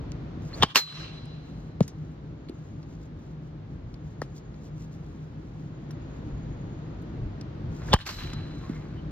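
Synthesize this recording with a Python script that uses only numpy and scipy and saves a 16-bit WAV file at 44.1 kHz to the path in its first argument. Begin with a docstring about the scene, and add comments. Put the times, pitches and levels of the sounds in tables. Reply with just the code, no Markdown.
"""An outdoor batting cage: two swings over a low hum and distant rumble.
The bat cracks from broadband pulses, noise bursts and the decaying modes of its barrel.
The first ball clangs on the steel frame, the second slaps the net and grazes the frame: clatter and modes.
Thuds on turf are soft pulses; clothes, scuffs and swishes are swells of coloured noise.
Field, stands and near fence answer as scattered noise tails; gain control ducks after each loud blow."""
import sys
import numpy as np
from scipy import signal
from scipy.fft import rfft, irfft, next_fast_len
from scipy.io import wavfile
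from scipy.ndimage import uniform_filter1d, minimum_filter1d

SR = 44100
rng = np.random.default_rng(int(sys.argv[2]) if len(sys.argv) > 2 else 0)


def bounce(signal):
    """Save signal as a 16-bit WAV file at the path given by the first command-line argument."""
    frames = np.transpose(np.atleast_2d(signal))
    limited = np.clip(frames, -1, 1)
    pcm = np.round(limited * 32767).astype(np.int16)
    wavfile.write(sys.argv[1], SR, pcm)


N = 401751
TIME = np.arange(N) / SR

# bat on ball: (time [s], crack base level [dB], lead of first contact [s], contact base level [dB],
# barrel ring base level [dB], ball knock level [dB], knock pitch [Hz], air thump level [dB],
# thump pitch [Hz], left-right balance of the knock [dB], lag of the snap [s], snap level [dB],
# zing level [dB], after-ring level [dB])
HITS = [(0.6321, -4, 0.0075, -20.5, -11.5, -7.5, 1050, -9.5, 150, 3, .0005, -19, -10.5, -19.5),
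        (7.9364, -2.5, 0.005, -19.5, -4, -6.5, 900, 3, 80, 5.5, .0027, -9.5, -16.5, -20)]


def bat():
    """Air runs ahead and the barrel's zing swells into the crack; first contact sets the barrel ringing; crack,
    snap, knock and thump follow."""
    # spectra of the crack, the first contact and the bright snap: (frequency [Hz], density [dB per Hz])
    crack_colour = [(40, -21), (170, -3), (350, 1), (500, 5), (660, -8), (900, 1), (1400, -4.5),
                    (2100, -15.5), (3100, -3.5), (4500, -7.5), (6500, -15.5), (8700, -26), (12000, -35),
                    (16000, -39.5)]
    contact_colour = [(100, -14.5), (800, 4), (2000, -9), (3200, -0.5), (5200, -3), (7000, -24),
                      (16000, -40.5)]
    snap_colour = [(500, -24.5), (3000, -5.5), (6500, 1.5), (9000, 0.5), (10500, -7), (13000, -0.5),
                   (16000, -2)]
    # modes of the barrel, then of its after-ring: (frequency [Hz], level [dB], t60 [s])
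    barrel_modes = [(490, -5.5, .04), (890, 0.5, .04), (1148, -3.5, 0.05), (1640, -6, 0.045),
                    (2300, -13, 0.05), (2880, -5, .04), (3085, -2.5, 0.06), (4000, -6, .03),
                    (4850, -10.5, 0.04)]
    after_modes = [(3420, -0.5, 0.12), (2560, -13, .09)]
    zing_echo_s, zing_echo_db = .076, -24
    after_sharp_hz = -514  # the after-ring starts flat and slides up as the bat swings round

    def crack_push(cycles):
        """One pressure pulse in the colour of the crack."""
        return push(lambda hz: read(crack_colour, hz), cycles)

    out = np.zeros((2, N))
    for (s, crack_db, lead, contact_db, ring_db, knock_db, knock_hz, thump_db, thump_hz,
         pan_db, snap_lag, snap_db, zing_db, after_db) in HITS:
        # air ahead of the bat
        add(out, s - .03, amp(-24.5) * thump(80, octaves=0.9, cycles=1.1))

        # first contact
        contact = s - lead
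        add(out, contact, amp(contact_db) * burst(contact_colour, t60=0.16, apart=0.33))
        contact_push = push(lambda hz: read(contact_colour, hz), cycles=1.3)
        add(out, contact, amp(contact_db - 3.5) * contact_push)
        early_ring = eased(ring(barrel_modes, apart=0.26, waver_hz=70), rise_s=0.013)
        add(out, contact, amp(ring_db + 2.0) * early_ring)

        # zing, peaking at the crack
        swell = amp(zing_db) * zing()
        add(out, s - .03, swell)
        add(out, s - .03 + zing_echo_s, amp(zing_echo_db) * swell)  # off the near fence

        # barrel after the crack
        after_ring = ring(after_modes, apart=.2, waver_hz=70, sharp_hz=after_sharp_hz)
        add(out, s, amp(after_db) * after_ring)
        add(out, s, amp(ring_db + 0.5) * ring(barrel_modes, apart=0.22, waver_hz=65))

        # crack and its brightest edge
        add(out, s, amp(crack_db - 5) * crack_push(cycles=2.1))
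        add(out, s + snap_lag, amp(snap_db) * push(lambda hz: read(snap_colour, hz), cycles=.6))
        add(out, s + 0.0041, amp(crack_db - 8.0) * crack_push(cycles=1.2), pan_db)  # off the ground
        add(out, s, amp(crack_db - 4.5) * burst(crack_colour, t60=0.05, apart=0.35))

        # knock of the ball and thump of air
        add(out, s + 0.0012, amp(knock_db) * thump(knock_hz, octaves=0.67, cycles=1.8), pan_db)
        add(out, s + 0.0028, amp(thump_db) * thump(thump_hz, octaves=1.24, cycles=.65))
    return out


def zing():
    """A narrow band of barrel vibration that swells to a point 30 ms in, then dies within milliseconds."""
    # spectrum: (frequency [Hz], density [dB per Hz])
    zing_colour = [(1500, -59.5), (2700, -23.5), (3000, -7), (3400, 0.5), (3600, -3), (3950, -20.5),
                   (7000, -60.5)]
    rise_s, fall_s = 0.0042, 0.0034
    t = TIME[:SR // 12] - .03
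    envelope = np.exp(np.minimum(t / rise_s, -t / fall_s))
    return blow(noise(zing_colour, len(t), apart=0.27) * envelope)


def cage():
    """The ball brushes into the net; the fittings clatter, the steel frame rings and the net rattles."""
    # ball into the cage: (time [s], clatter level [dB], clatter t60 [s],
    # brightness [dB per octave], frame ring level [dB], left-right balance [dB])
    cage_hits = [(0.7573, -4, 0.07, 0, -4.5, -2.5), (0.7654, -5.5, 0.115, 1.4, -12, 0),
                 (8.0637, -18, 0.14, -0.5, -29, -1), (8.089, -23.5, 0.15, -1.5, -26.5, -1),
                 (8.105, -29.5, 0.5, 1.5, -46, 0)]
    # the frame sings on after the ball has left, sharp at first when struck hard:
    # (time [s], level [dB], starts sharp by [Hz], level of damped start [dB], level of buzz [dB])
    singing = [(.765, -29, 170, -8.5, -25), (8.075, -32, 60, -32, -33)]
    # the shaken net: (time [s], level [dB], t60 [s])
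    rattles = [(.78, -32, 0.99), (8.08, -32, 1.1)]
    # modes of the steel frame: (frequency [Hz], level [dB], t60 [s])
    frame_modes = [(490, -9, .05), (1070, -2, .05), (1380, -6, .05), (1900, -7, .05), (2700, 4, 0.03),
                   (2880, 1, 0.025), (3350, -7, 0.04), (4230, -1, .05), (4800, -10, .03), (5470, -8, 0.04),
                   (6660, -14, .05), (11400, -14, 0.1), (12400, -18, 0.1)]
    # its longest-lived modes, close enough to beat: (frequency [Hz], level [dB], t60 [s])
    long_modes = [(4014, 0, 1.45), (4033, -13, .8), (4110, -16, .6)]
    # the same note dying fast while the ball presses on the net: (frequency [Hz], level [dB], t60 [s])
    damped_modes = [(4030, 0, .3), (4105, -9, .2)]
    # spectra of clattering fittings and of their buzz round that note: (frequency [Hz], density [dB per Hz])
    clatter_colour = [(60, -24), (350, -2.5), (750, -3), (1150, 0.5), (2000, 0.5), (2750, -3), (3400, -2.5),
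                      (4700, 2), (6500, -5), (8200, -12), (10000, -38.5), (11800, -8), (16000, -23)]
    buzz_colour = [(3000, -40), (3850, -20), (4020, -1), (4200, -0.5), (4450, -8), (5200, -39.5)]
    shimmer_db, shimmer_hz = 2.2, 40

    out = np.zeros((2, N))
    for s, db, t60, tilt_db, ring_db, pan_db in cage_hits:
        brush = eased(burst(clatter_colour, t60, apart=0.41), rise_s=0.0046)
        add(out, s - .01, amp(db - 8.5) * brush, pan_db)
        clatter = burst(clatter_colour, t60, apart=0.58, tilt_db=tilt_db)
        add(out, s, amp(db) * clatter * grains(clatter.shape[1], depth_db=2.0), pan_db)
        add(out, s, amp(ring_db) * ring(frame_modes, apart=0.63, waver_hz=35), pan_db)

    for s, db, sharp_hz, damped_db, buzz_db in singing:
        add(out, s, amp(buzz_db) * burst(buzz_colour, t60=.45, apart=.3))
        damped = ring(damped_modes, apart=0.12, waver_hz=23, sharp_hz=sharp_hz)
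        add(out, s, amp(damped_db) * eased(damped, rise_s=0.0018))
        song = eased(ring(long_modes, apart=.15, waver_hz=10, sharp_hz=sharp_hz), rise_s=0.012)
        shimmer = shimmer_db * wander(shimmer_hz)[:song.shape[1]]
        add(out, s, amp(db + shimmer) * song)

    for s, db, t60 in rattles:
        add(out, s, amp(db) * rattle(t60))
    return out


def rattle(t60):
    """Sparse clicks of random size from several fittings, each with its own click of one shared colour, dying
    away."""
    # spectrum of a click: (frequency [Hz], density [dB per Hz])
    rattle_colour = [(300, -24), (1100, 4), (1900, 0.5), (3300, 0), (5000, -6.5), (8000, -27.5),
                     (16000, -36)]
    fittings, clicks_per_s = 6, 130  # the rate is for all fittings together
    out = 0
    for _ in range(fittings):
        struck = rng.random(SR) < clicks_per_s / fittings / SR
        clicks = struck * rng.uniform(.3, 1, SR)
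        clicks = clicks * np.exp(-np.log(1000) * TIME[:SR] / t60)
        click = burst(rattle_colour, t60=0.021, apart=0.17)
        out = out + signal.fftconvolve(clicks[None], click, axes=1)
    return blow(out)


def small_knocks():
    """Hollow taps of the bat, dull thuds with a crunch of turf, and light ticks."""
    # the bat's end taps the ball along the turf: (time [s], base level [dB], left-right balance [dB])
    taps = [(4.2176, -29.5, 3)]
    # ball or foot on turf: (time [s], level [dB], pitch [Hz], width [octaves],
    # turf crunch base level [dB], left-right balance [dB])
    thuds = [(1.8068, -12, 163, 0.48, -43.5, 1.5), (1.8063, -21.5, 470, 0.65, -35.5, 3.5),
             (2.4955, -32.5, 280, 0.5, -54, 1), (8.6945, -25.5, 203, 0.6, -49, -1)]
    # grit, net and gear, and short echoes of the second crack near 7.99 and 8.003 s: (time [s], level [dB], t60
    # [s], centre [Hz])
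    ticks = [(0.119, -48.5, 0.011, 6100), (1.256, -61.5, 0.014, 8900), (1.826, -46.5, 0.11, 6500),
             (1.8787, -46.5, 0.098, 6300), (1.879, -48, 0.034, 12200), (2.486, -53, 0.047, 4140),
             (2.829, -60, .057, 5120), (3.9414, -55.5, 0.017, 4930), (4.543, -63.5, 0.021, 5000),
             (5.9053, -54, 0.06, 1500), (5.9082, -53.5, 0.04, 5700), (5.909, -57, 0.039, 13100),
             (7.02, -65, 0.049, 12800), (7.4115, -48, 0.02, 5500), (7.886, -43, .03, 1700),
             (7.943, -9, 0.017, 1650), (7.963, -22.5, .02, 1520), (7.9893, -31, 0.018, 1800),
             (7.9897, -42, .015, 7000), (8.003, -32, 0.02, 1800), (8.008, -26.5, 0.14, 3950),
             (8.2317, -53.5, .03, 4040), (8.3335, -44.5, 0.025, 6000), (8.334, -46, .025, 1370)]
    # spectra of a tap and of crunching turf: (frequency [Hz], density [dB per Hz])
    tap_colour = [(60, -16), (220, 3.5), (550, 6), (900, -0.5), (1300, -5), (1800, -1.5), (2300, -24.5),
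                  (3400, -30.5), (4400, -16.5), (5300, -13), (6300, -25.5), (16000, -38)]
    crunch_colour = [(200, 11.5), (1500, -5), (3000, -4), (4500, -3), (7000, -15), (16000, -28)]
    # modes of a tap: (frequency [Hz], level [dB], t60 [s])
    tap_modes = [(1206, 0, 0.043), (1716, -2, 0.04), (4330, -12, 0.044), (5200, -16, 0.056)]
    # colour of a tick: (multiple of its centre frequency [ratio], density [dB])
    tick_shape = [(0.201, -11), (.7, -5), (1, 2), (1.35, -17), (2.502, -25), (8, -38)]
    tap_ring_db, tap_rattle_db = -11.5, -17  # relative to the tap

    out = np.zeros((2, N))
    for s, db, pan_db in taps:
        add(out, s, amp(db) * push(lambda hz: read(tap_colour, hz), cycles=1.7), pan_db)
        add(out, s + 0.00095, amp(db + tap_ring_db) * ring(tap_modes, apart=.3, waver_hz=90), pan_db)
        turf = burst(crunch_colour, t60=0.12, apart=0.34, tilt_db=2.5)
        add(out, s, amp(db + tap_rattle_db) * turf)

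    for s, db, hz, octaves, crunch_db, pan_db in thuds:
        add(out, s, amp(db) * thump(hz, octaves, cycles=1.4), pan_db)
        add(out, s, amp(crunch_db) * burst(crunch_colour, t60=0.0092, apart=0.55))
        add(out, s, amp(crunch_db - 5.5) * burst(crunch_colour, t60=0.1, apart=0.37))  # crumbs settle

    for s, db, t60, hz in ticks:
        tick_colour = [(hz * ratio, level) for ratio, level in tick_shape]
        add(out, s, amp(db) * burst(tick_colour, t60, apart=0.13))
    return out


def batter():
    """Grainy rustle of cloth and turf, the swish of the bat, and short rising squeaks."""
    # clothes as the batter reaches for the ball and straightens up: (centre [s], spread [s], level [dB])
    rustles = [(1.59, 0.071, -69.5), (2.93, 0.036, -68.5), (3.035, .02, -65.5), (4.375, 0.016, -56),
               (4.66, 0.019, -60.5), (4.82, 0.029, -63), (4.94, 0.018, -65), (5.15, 0.15, -72.5),
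               (8.66, 0.16, -63)]
    # cleats twisting in the turf after the second swing: (centre [s], spread [s], level [dB])
    scuffs = [(8.2, 0.017, -47), (8.35, 0.11, -55), (8.72, 0.14, -55.5), (8.98, 0.041, -67)]
    # shoes and gloves: (start [s], length [s], from [Hz], to [Hz], level [dB])
    squeaks = [(0.526, .036, 4100, 4630, -37.5), (8.954, 0.068, 2950, 3090, -55.5)]
    # spectra of cloth, scuffed turf and bat swish: (frequency [Hz], density [dB per Hz])
    cloth_colour = [(200, -2), (1500, -11), (4500, 1.5), (7000, 4.5), (9500, -18.5), (13000, -3),
                    (16000, -8.5)]
    scuff_colour = [(300, -22), (1100, 2), (2000, -1.5), (3000, -10.5), (4500, -11), (9000, -40.5)]
    swish_colour = [(50, 3), (250, 2), (600, 3.5), (1500, -5.5), (3000, -14), (6000, -18), (16000, -50.5)]
    # every swing is the same movement: (time before the crack [s], spread [s], level [dB])
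    stride_cloth, turn_cloth = (.16, 0.04, -60), (0.046, 0.03, -54)
    foot_plant = (0.11, 0.01716, -49.5)
    bat_speeds_up, bat_passes = (0.05, 0.026, -43.5), (0.008, 0.015, -38.5)

    # faint random rustle between the swings
    between = (TIME > 0.97) & (TIME < 6.3)
    fidget_db, fidget_spread_db, fidget_hz = -80.5, 10, 9.1
    fidget = between * amp(fidget_db + fidget_spread_db * np.tanh(wander(fidget_hz)))

    cloth = in_each_swing(stride_cloth, turn_cloth) + swells(rustles) + fidget
    out = cloth * grains(N, depth_db=3) * noise(cloth_colour, N, apart=0.1)
    feet = in_each_swing(foot_plant) + swells(scuffs)
    out += feet * grains(N, depth_db=4.5) * noise(scuff_colour, N, apart=0.2)
    out += in_each_swing(bat_speeds_up, bat_passes) * noise(swish_colour, N, apart=0.59)
    for s, length, from_hz, to_hz, db in squeaks:
        add(out, s, amp(db) * glide(length, from_hz, to_hz, waver_hz=130, size=30))
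    return out


def in_each_swing(*moves):
    """The swells of these movements, placed before every crack of the bat."""
    return swells([(hit[0] - before, spread, db) for hit in HITS for before, spread, db in moves])


def fence(x):
    """A scattered mid-range slap from the near fence, centred 72 ms late."""
    t = TIME[:SR // 5]
    slap_colour = [(300, -29), (1500, 0), (3000, 2.0), (4200, 1), (6000, -4.0), (12000, -13.0)]
    scatter = noise(slap_colour, len(t), apart=0.86)
    scatter *= np.exp(-((t - .072) / .022) ** 2)
    return signal.fftconvolve(x, scatter / np.linalg.norm(scatter[0]), axes=1)[:, :N]


def field(x, echo_db):
    """Outdoor tail in uneven clumps of reflections, with a smeared echo from the stands."""
    # how long the field rings: (frequency [Hz], t60 [s])
    field_t60 = [(100, .5), (500, 0.18), (1500, 1.4), (4000, 1.64), (7000, 0.95), (14000, 0.32)]
    patchy_db = 2.8
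    hz, t, z = signal.stft(rng.standard_normal((2, 2 * SR)), SR, nperseg=256)
    decay = np.exp(-np.log(1000) * t / read(field_t60, hz)[:, None])
    stands = 1 + amp(echo_db) * np.exp(-((t - .255) / .05) ** 2)
    onset = 1 - np.exp(-t / 0.0075)
    clumps = uniform_filter1d(rng.standard_normal(z.shape[1:]), size=9, axis=0)
    clumps = evened(uniform_filter1d(clumps, size=5, axis=1))
    z = z * decay * stands * onset * amp(patchy_db * clumps)
    tail = signal.istft(z, SR, nperseg=256)[1]
    return signal.fftconvolve(x, tail / np.linalg.norm(tail[0]), axes=1)[:, :N]


def background():
    """Unsteady rumble and wash of the town, a few gusts, a wavering machine hum, a trill and far tones."""
    # level of the distant town, counted from town_loud_db: (time [s], level [dB])
    town = [(0.0, -55), (0.284, -56), (0.4, -56), (1.95, -61), (3.68, -61.5), (5.66, -60), (6.06, -56.5),
            (7.57, -56.5), (7.7, -55.5), (8.9, -57.5), (9.1, -56)]
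    # the rumble dips for a while after the loud clang: (centre [s], spread [s], depth [dB])
    rumble_dips = [(.89, .06, 5), (1.15, .22, 3.5)]
    # low gusts of wind: (centre [s], spread [s], level [dB])
    gusts = [(3.85, 0.092, -41), (6.36, 0.052, -33.5), (6.7, 0.17, -43), (7.25, 0.049, -30.5),
             (7.67, 0.043, -34.5), (8.03, 0.07, -33.5), (8.27, 0.21, -37)]
    # a faint thin trill far off, as of an insect: (centre [s], spread [s], level [dB])
    trills = [(2.6, 0.2, -77), (4.4, 0.34, -77), (6.4, 0.55, -74)]
    # faint short whistling tones far off: (start [s], length [s], from [Hz], to [Hz], level [dB])
    far_tones = [(8.589, 0.14, 1080, 1126, -50), (8.7, .13, 2160, 2030, -56)]
    # spectra of rumble, wash and wind: (frequency [Hz], density [dB per Hz])
    rumble_colour = [(15, -27), (32, -21.5), (50, 0.5), (85, -3), (125, 0.5), (180, -5), (230, -7.5),
                     (310, -7), (450, -20), (800, -46), (2000, -67)]
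    air_colour = [(100, -13.5), (450, 10), (900, 2), (1500, -2.5), (2500, -10), (4200, -14), (5600, -21.5),
                  (6700, -24), (7600, -33.5), (9000, -63), (13000, -41), (16000, -41.5)]
    gust_colour = [(15, -14), (50, 0.5), (110, 0.5), (220, -12), (500, -36), (2000, -75.5)]
    town_loud_db, rumble_db, wash_db = -56, -37.5, -49.5  # rumble and wash when the town is loud
    rumble_follows = .9  # share of the town's changes that the rumble takes
    flutter_db, flutter_hz = 0.88, 11  # unsteadiness of the rumble and its fastest rate

    town_db = np.interp(TIME, *np.transpose(town)) - town_loud_db
    dip_db = sum(db * np.exp(-.5 * ((TIME - s) / spread) ** 2) for s, spread, db in rumble_dips)
    level_db = rumble_db + rumble_follows * town_db - dip_db + flutter_db * wander(flutter_hz)
    rumble = amp(level_db) * noise(rumble_colour, N, apart=0.054)
    air = amp(wash_db + town_db) * noise(air_colour, N, apart=1.0)
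    wind = swells(gusts) * noise(gust_colour, N, apart=0.056)
    hum = amp(-43.8) * narrow(hz=155, width_hz=7)
    trill = swells(trills) * narrow(hz=6690, width_hz=55)
    tones = np.zeros((2, N))
    for s, length, from_hz, to_hz, db in far_tones:
        add(tones, s, amp(db) * glide(length, from_hz, to_hz, waver_hz=60, size=120))
    return (rumble + air + wind + hum + trill + tones) * amp([[.4], [-.4]])  # leans 0.8 dB left


def amp(db):
    """Decibels to gain."""
    return 10 ** (np.asarray(db) / 20)


def read(points, hz):
    """A table read on a log-frequency axis."""
    f, value = np.transpose(points)
    return np.interp(np.log(hz + 1), np.log(f), value)


def bins(x):
    """The frequencies in the spectrum of x."""
    return np.fft.rfftfreq(x.shape[-1], 1 / SR)


def evened(x):
    """Scaled to rms 1."""
    return x / np.sqrt(np.mean(x ** 2))


def blow(x):
    """Scaled to the energy of 10 ms at rms 1."""
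    return x / np.sqrt(np.mean(np.sum(x ** 2, -1)) / (SR / 100))


def add(mix, s, sound, pan_db=0):
    """Puts a sound into the stereo mix; positive pan_db leans left."""
    part = mix[:, round(s * SR):][:, :sound.shape[-1]]
    part += amp([[pan_db / 2], [-pan_db / 2]]) * sound[..., :part.shape[1]]


def noise(spectrum, size, apart, tilt_db=0):
    """Coloured stereo noise; apart is the size of what the channels do not share."""
    mid, side = rng.standard_normal((2, next_fast_len(size, True)))
    x = np.array([mid + apart * side, mid - apart * side])
    colour_db = read(spectrum, bins(x)) + tilt_db * np.log2(bins(x) / 3000 + .1)
    return evened(irfft(rfft(x) * amp(colour_db), len(mid))[:, :size])


def burst(spectrum, t60, apart, tilt_db=0):
    """A dense cluster of short-lived vibrations: decaying coloured noise."""
    t = TIME[:int((t60 + .03) * SR)]
    return blow(noise(spectrum, len(t), apart, tilt_db) * np.exp(-np.log(1000) * t / t60))


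def push(colour_db, cycles):
    """One pressure pulse; each frequency lags by some of its own cycles: treble first, bass last."""
    hz = bins(TIME[:SR])
    lag = np.exp(-2j * np.pi * cycles * np.log(hz + 1))
    pulse = irfft(amp(colour_db(hz)) * lag, SR)
    return blow(pulse[:SR // 8])


def thump(pitch_hz, octaves, cycles):
    """A soft push with its energy round one pitch, about 8 dB down at the given octaves away."""
    def hump_db(hz):
        away = np.log2((hz + 1) / pitch_hz) / octaves
        return -80 * np.log10(1 + (away / 2) ** 2)
    return push(hump_db, cycles)


def ring(modes, apart, waver_hz, sharp_hz=0):
    """Decaying modes that waver in pitch and may start sharp, each at its own phase in each channel."""
    settle_s = .04
    out = np.zeros((2, 2 * SR))
    for hz, db, t60 in modes:
        t = TIME[:int(min(1.2 * t60, 2) * SR)]
        smooth = uniform_filter1d(rng.standard_normal(len(t) + SR // 8), size=300)
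        drift = waver_hz * evened(smooth)[:len(t)]
        shift = apart * (2 * rng.random() - 1) * np.array([[1], [-1]])
        pitch = hz + drift + sharp_hz * np.exp(-t / settle_s)
        turns = np.cumsum(pitch) / SR + rng.random()
        decay = np.exp(-np.log(1000) * t / t60)
        add(out, 0, amp(db) * decay * np.sin(2 * np.pi * turns + shift))
    return blow(out)


def eased(x, rise_s):
    """Softens the start of a sound."""
    return x * (1 - np.exp(-TIME[:x.shape[-1]] / rise_s))


def swells(rows):
    """Bell-shaped swells of level."""
    return sum(amp(db) * np.exp(-.5 * ((TIME - s) / spread) ** 2) for s, spread, db in rows)


def grains(size, depth_db):
    """Uneven level of many tiny contacts a few milliseconds long."""
    chance = evened(uniform_filter1d(rng.standard_normal(size), size=160))
    return evened(amp(depth_db * np.clip(chance, -1.7, 1.7)))


def wander(top_hz):
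    """Slow random drift of rms 1, spread over the three octaves below top_hz."""
    t = TIME[::200]
    rates = top_hz * 2 ** (-3 * rng.random(24))
    drift = sum(np.sin(2 * np.pi * (hz * t + rng.random())) for hz in rates)
    return np.interp(TIME, t, evened(drift))


def narrow(hz, width_hz):
    """Noise in one narrow resonance: a wavering tone of rms 1."""
    white = rng.standard_normal(next_fast_len(N, True))
    resonance = 1 / (1 + ((bins(white) - hz) / width_hz) ** 2)
    return evened(irfft(rfft(white) * resonance, len(white))[:N])


def glide(length, from_hz, to_hz, waver_hz, size):
    """A short wavering tone that slides in pitch; size is the length of a waver in samples."""
    count = round(length * SR)
    waver = evened(uniform_filter1d(rng.standard_normal(count), size=size))
    hz = np.linspace(from_hz, to_hz, count) + waver_hz * waver
    return np.hanning(count) * np.sin(2 * np.pi * np.cumsum(hz) / SR)


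def port_phase(hz):
    """Phase [rad] between two microphone ports: a small hump at 400 Hz, near opposite in the treble."""
    knee_hz = 3300
    treble = 2.7 * hz ** 3 / (hz ** 3 + knee_hz ** 3)
    hump = .5 * hz * 800 / (hz ** 2 + 400 ** 2)
    return treble + hump


def scene():
    """All sources and their echoes."""
    cracks, clangs, knocks = bat(), cage(), small_knocks()
    echoes = amp(-30.0) * field(cracks, echo_db=-5.0)
    echoes += amp(-31.5) * field(clangs + knocks, echo_db=-3.5)
    echoes += amp(-29.5) * fence(cracks)
    return cracks + clangs + knocks + echoes + batter() + background()


def record(dry):
    """Port phase, gain control that holds and then recovers, soft overload, band limit."""
    turn = np.exp(.5j * port_phase(bins(dry)) * np.array([[1], [-1]]))
    x = irfft(rfft(dry) * turn, N)

    limit_db, recovery_db_per_s = -10.5, 80
    hold = 2 * round(0.051 * SR) + 1  # samples
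    power_db = 10 * np.log10(abs(uniform_filter1d((x ** 2).mean(0), size=220)) + 1e-12)
    over_db = np.maximum(power_db - limit_db, 0)
    held_db = -minimum_filter1d(-over_db, hold, origin=hold // 2)
    fall = recovery_db_per_s * TIME
    duck_db = uniform_filter1d(np.maximum.accumulate(held_db + fall) - fall, size=90)

    out = np.tanh(x * amp(-duck_db))
    low_pass = signal.firwin(511, 15900, window=("kaiser", 9), fs=SR)  # edge in Hz
    return signal.oaconvolve(out, low_pass[None], "same")


dry = scene()
out = record(dry)
bounce(out)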